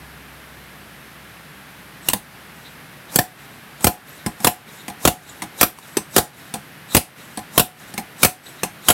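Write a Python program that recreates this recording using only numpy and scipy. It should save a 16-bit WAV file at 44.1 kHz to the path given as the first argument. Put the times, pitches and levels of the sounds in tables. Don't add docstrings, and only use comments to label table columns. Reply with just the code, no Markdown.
import sys
import numpy as np
from scipy import signal
from scipy.fft import rfft, irfft, next_fast_len
from scipy.io import wavfile
from scipy.ndimage import uniform_filter1d, minimum_filter1d

SR = 44100
rng = np.random.default_rng(int(sys.argv[2]) if len(sys.argv) > 2 else 0)


def generate_wav(sig):
    pcm = np.round(np.clip(np.atleast_2d(sig).T, -1, 1) * 32767).astype(np.int16)
    wavfile.write(sys.argv[1], SR, pcm)


N = 393813

# (frequency [Hz], relative level per Hz [dB])
HISS_SPECTRUM = [(20, -43), (45, -17), (90, -9), (145, 0.5), (270, -6.5), (480, -11), (800, -10),
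                 (1000, -11), (1700, -7.5), (3500, -16.5), (7000, -26.5), (9500, -23.5), (13000, -21),
                 (16000, -34.5)]
HISS_DB = -42
# (time [s], level [dB])
HUM_FADE = [(0, -46.5), (.5, -50.5), (.85, -54), (2, -56), (8.9, -88)]

# (frequency [Hz], level [dB])
ECHO_LEVEL = [(60, -14), (200, -6.5), (700, -22), (1500, -13.5), (5000, -12.5), (11000, -10),
              (16000, -10.5)]
# (frequency [Hz], time [s])
ECHO_T60 = [(80, 0.11), (400, 0.19), (730, 0.34), (1100, 0.2), (3000, 0.2), (10000, 0.2), (16000, 0.15)]

# (frequency [Hz], relative level per Hz [dB])
SCRAPE_SPECTRUM = [(30, -33), (90, -22), (170, 11.5), (450, 3.5), (900, 7.5), (1500, -2), (4000, -8),
                   (5500, 1.5), (8000, 1), (12500, 1.5), (16000, -9)]
# (frequency [Hz], relative level [dB], width [Hz])
ROD_SQUEAKS = [(3820, 3.5, 300), (7070, -6, 180), (8000, 0, 92), (11750, -2, 270)]
PULL_S, PULL_DB, PULL_RISE_DB = 0.077, -24.5, 33
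FALL_S, FALL_DB, FALL_RISE_DB = 0.216, -49.5, -4
EASED_TIMES = [2.754, 3.57]
EASED_DB = -58
SINGING_GROWTH = 0.74

# (frequency [Hz], relative level [dB], 60 dB fall time [s])
RING_MODES = [(205, -2, 0.12), (313, -12, 0.2), (501, 5, 0.05), (587, -0.5, 0.071), (715, 2.5, 0.13),
              (738, -5, 0.25), (794, -4, 0.11), (832, -10, 0.26), (1021, -8, 0.13), (1672, -1.5, 0.054),
              (2408, 7, 0.032), (4230, 2, 0.049), (7900, -4, 0.091), (9464, -19, 0.1), (11600, -1, 0.11),
              (13400, -4, 0.15)]

# (frequency [Hz], relative level per Hz [dB])
CLACK_SPECTRUM = [(40, -13), (170, 13), (450, 2.5), (650, -5.5), (850, 12), (1150, 6.5), (1450, -4),
                  (1800, 2.5), (3000, -3), (6500, -3.5), (7600, -6.5), (8200, 3), (12500, -8),
                  (16000, -9.5)]
# (time [s], force [dB], body ring [dB])
DROP_HITS = [(4.262, -14.5, 5), (4.881, -22.5, 10), (5.42, -19, 5), (5.9691, -9, -3), (6.539, -19, 7.5),
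             (7.373, -23.5, 13), (7.9779, -17.5, 7.5), (8.6326, -12, 6.5)]
# (time [s], force [dB], body ring [dB])
ROD_WOBBLES = [(2.0974, -14.5, -23), (2.137, -17.5, 9.5), (3.807, -30.5, -14), (4.402, -30, 7),
               (5.786, -31, -16), (7.939, -28, 1)]
CLACK_T60_S = 0.046
BOUNCE_S, BOUNCE_DB, BOUNCE_RING_DB = 0.017, -31.5, 10

# (frequency [Hz], relative level per Hz [dB])
STEEL_SPECTRUM = [(25, -20), (60, 1.5), (250, -1.5), (700, 3.5), (1200, -0.5), (3000, -3.5), (6500, -6.5),
                  (8500, -3), (12500, -2.5), (16000, -7)]
# (blow time [s], recoil time [s],
# middle of the random jolt start pitch [Hz], force [dB], low push [dB], mid-range body [dB], engine ring [dB])
SLAM_STROKES = [(2.086, 2.133, 506, -3, -19, -9, -16), (3.158, 3.1874, 522, -0.5, -3.5, -4, 2.5),
                (3.8432, 3.8683, 450, -.5, 2, -4.5, 3.5), (4.4453, 4.4694, 728, 0, -3, 2.5, 1),
                (5.0515, 5.0747, 657, 0.5, 2, 1.5, 3.5), (5.611, 5.629, 600, 2, -6.5, 0.5, -4.5),
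                (6.1631, 6.18, 600, 1, -2.5, 3, 3), (6.948, 6.966, 440, 2.5, 2.5, 3.5, -1),
                (7.5775, 7.595, 544, 2.5, 0.5, -0.5, 1), (8.231, 8.2468, 586, 3, -0.5, 0.5, 1.5),
                (8.8849, 8.901, 510, 2, -0.5, 1.5, 5)]
# force, low push, mid-range body, engine ring, all in dB
BLOW, RECOIL = (0.5, 0, 2, -7.5), (0, 0.61, 1.4, 0)
BLOW_T60_S, RECOIL_T60_S, CLATTER_DELAY_S = 0.08, 0.083, 0.035


def amp(db):
    return 10 ** (np.asarray(db) / 20)


def unit(x):
    return x / np.sqrt(np.mean(x ** 2) + 1e-20)


def read(points, hz):
    table_hz, value = np.transpose(points)
    return np.interp(np.log(hz + 1), np.log(table_hz + 1), value)


def add(mix, start_s, sound):
    part = mix[max(round(start_s * SR), 0):][:len(sound)]
    part += sound[:len(part)]


def flutter(count):
    return np.interp(np.arange(N), np.linspace(0, N, count), rng.standard_normal(count))


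def noise(spectrum, size, ripple_db=0):
    hz = np.fft.rfftfreq(next_fast_len(size, True), 1 / SR)
    ripple = np.interp(hz, np.linspace(0, SR / 2, 110), rng.standard_normal(110))
    waves = rng.standard_normal(len(hz)) + 1j * rng.standard_normal(len(hz))
    level = amp(read(spectrum, hz) + ripple_db * ripple)
    return unit(irfft(waves * level)[:size])


def background():
    t = np.arange(N) / SR
    waver = flutter(count=80)
    hum_level = amp(np.interp(t, *np.transpose(HUM_FADE)) + 0.97 * waver)
    hum = hum_level * np.sin(2 * np.pi * 64.6 * t + 0.4 * waver)
    return amp(HISS_DB) * noise(HISS_SPECTRUM, N) + hum


def garage(x, blur=0.022, patchy_db=0.5):
    hz, t, bands = signal.stft(x, SR, nperseg=256)
    spread = np.exp(-0.5 * ((hz[:, None] - hz) / (blur * hz[:, None] + 1)) ** 2)
    power = (spread / spread.sum(1, keepdims=True)) @ abs(bands) ** 2
    keep = amp(-60 * t[1] / read(ECHO_T60, hz)) ** 2
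    stored = np.array([signal.lfilter([0, 1 - k], [1, -k], band) for k, band in zip(keep, power)])
    wash = signal.stft(rng.standard_normal(N), SR, nperseg=256)[2]
    patches = unit(uniform_filter1d(rng.standard_normal(bands.shape), size=40, axis=1))
    wash *= np.sqrt(stored / np.mean(abs(wash) ** 2))
    wash *= amp(read(ECHO_LEVEL, hz)[:, None] + patchy_db * patches)
    return signal.istft(wash, SR, nperseg=256)[1][:N]


def sliding_speed():
    pulls = [(s, PULL_S, force_db + PULL_DB, PULL_RISE_DB) for s, _, _, force_db, *_ in SLAM_STROKES]
    falls = [(s, FALL_S, FALL_DB, FALL_RISE_DB) for s, _, _ in DROP_HITS]
    eased = [(s, FALL_S, EASED_DB, FALL_RISE_DB) for s in EASED_TIMES]
    speed = np.zeros(N)
    for arrival, length, end_db, rise_db in pulls + falls + eased:
        progress = np.linspace(0, 1, int(length * SR))
        slide = amp(end_db + rise_db * (progress - 1))
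        fade_in = np.minimum(1, 8 * progress)
        fade_out = np.minimum(1, 60 * (1 - progress))
        add(speed, arrival - length, slide * fade_in * fade_out)
    return speed


def slides(grain_db=2, stick_db=2, singing_db=8.0):
    size = next_fast_len(N, True)
    hz = np.fft.rfftfreq(size, 1 / SR)
    friction = rfft(rng.standard_normal(size))
    singing = np.zeros(N)
    for mode_hz, db, width_hz in ROD_SQUEAKS:
        level = amp(db + singing_db * flutter(count=350))
        resonance = 1 / (1 + ((hz - mode_hz) / width_hz) ** 2)
        singing += level * unit(irfft(friction * resonance)[:N])
    roughness_db = grain_db * flutter(count=2000) + stick_db * flutter(count=250)
    scrape = amp(roughness_db) * noise(SCRAPE_SPECTRUM, N)
    speed = sliding_speed()
    return amp(-4.0) * speed * scrape + amp(-15.5) * speed ** SINGING_GROWTH * unit(singing)


def clatter(t, spectrum, t60, contact, rise, chatter_db):
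    chatter = unit(uniform_filter1d(rng.standard_normal(len(t)), size=70))
    fall_db = -60 * np.maximum(t - contact, 0) / t60
    crack = noise(spectrum, len(t), ripple_db=4.5)
    return crack * amp(fall_db + chatter_db * chatter) * (1 - np.exp(-t / rise))


def ring(t, drive, rise, spread_db):
    chance = rng.standard_normal((len(RING_MODES), 2))
    tones = np.zeros(len(t))
    for (hz, db, t60), (luck, phase) in zip(RING_MODES, chance):
        level_db = db + read(drive, hz) + spread_db * luck - 60 * t / t60
        tones += amp(level_db) * np.sin(2 * np.pi * (hz * t + phase))
    return tones * (1 - np.exp(-t / rise))


def push(t, start_hz, end_hz, sag, peak):
    start_hz = start_hz * rng.uniform(0.84, 1.126)
    hz = end_hz + (start_hz - end_hz) * np.exp(-t / sag)
    swing = np.sin(2 * np.pi * np.cumsum(hz) / SR)
    return swing * t / peak * np.exp(1 - t / peak)


def clacks(damping_db_per_s=170):
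    out, t = np.zeros(N), np.arange(SR // 4) / SR
    bounces = [(s + BOUNCE_S, BOUNCE_DB, BOUNCE_RING_DB) for s, _, _ in DROP_HITS]
    for s, force_db, ring_db in DROP_HITS + bounces + ROD_WOBBLES:
        crack = clatter(t, CLACK_SPECTRUM, CLACK_T60_S, contact=0.0016, rise=0.00059, chatter_db=1.2)
        thud = amp(-13.5) * push(t, start_hz=298, end_hz=181.7, sag=0.0064, peak=0.0064)
        tone = amp(-16 - damping_db_per_s * t) * ring(t, CLACK_SPECTRUM, rise=0.011, spread_db=2.5)
        add(out, s, amp(force_db) * (crack + amp(ring_db) * (thud + tone)))
    return out


def slams():
    out, t = np.zeros(N), np.arange(SR // 4) / SR
    hz, steel_db = np.transpose(STEEL_SPECTRUM)
    mid_range = np.exp(-0.5 * (np.log2(hz / 1000) / 2.7) ** 2)
    for s, recoil_s, jolt_hz, *levels in SLAM_STROKES:
        for at, offsets, longest in (s, BLOW, BLOW_T60_S), (recoil_s, RECOIL, RECOIL_T60_S):
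            force_db, push_db, body_db, ring_db = np.add(levels, offsets)
            t60 = longest * np.exp((s - recoil_s) / CLATTER_DELAY_S)
            spectrum = np.column_stack([hz, steel_db + body_db * mid_range])
            crack = clatter(t, spectrum, t60, contact=0.002, rise=0.00091, chatter_db=0.5)
            jolt = push(t, start_hz=jolt_hz, end_hz=46.3, sag=0.0056, peak=0.0036)
            tone = ring(t, STEEL_SPECTRUM, rise=0.00034, spread_db=1.5)
            add(out, at, amp(force_db) * crack + amp(push_db - 6) * jolt + amp(ring_db - 20) * tone)
    return out


def scene():
    tool = slams() + clacks() + slides()
    return (tool + garage(tool) + background())[None]


def limiter(x, threshold_db=-12, share=0.38, hold=0.18, recover_db_per_s=140, attack=0.0012):
    power = signal.lfilter([1 / 128], [1, 1 / 128 - 1], x ** 2)
    power_db = 10 * np.log10(abs(power) + 1e-12)
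    over_db = share * np.maximum(power_db - threshold_db, 0)
    half = int(hold * SR / 2)
    held_db = -minimum_filter1d(-over_db, 2 * half + 1, origin=half, mode="constant")
    fall = np.arange(N) * recover_db_per_s / SR
    cut_db = np.maximum.accumulate(held_db + fall) - fall
    smooth = np.exp(-1 / (attack * SR))
    return x * amp(-signal.lfilter([1 - smooth], [1, -smooth], cut_db))


def record(dry):
    bass_cut = signal.butter(3, 44, "highpass", fs=SR, output="sos")
    heard = signal.sosfilt(bass_cut, dry[0])
    loud = np.tanh(limiter(heard))
    treble_cut = signal.firwin(511, 15950, window=("kaiser", 8), fs=SR)
    return signal.oaconvolve(loud, treble_cut, "same")[None]


dry = scene()
out = record(dry)
generate_wav(out)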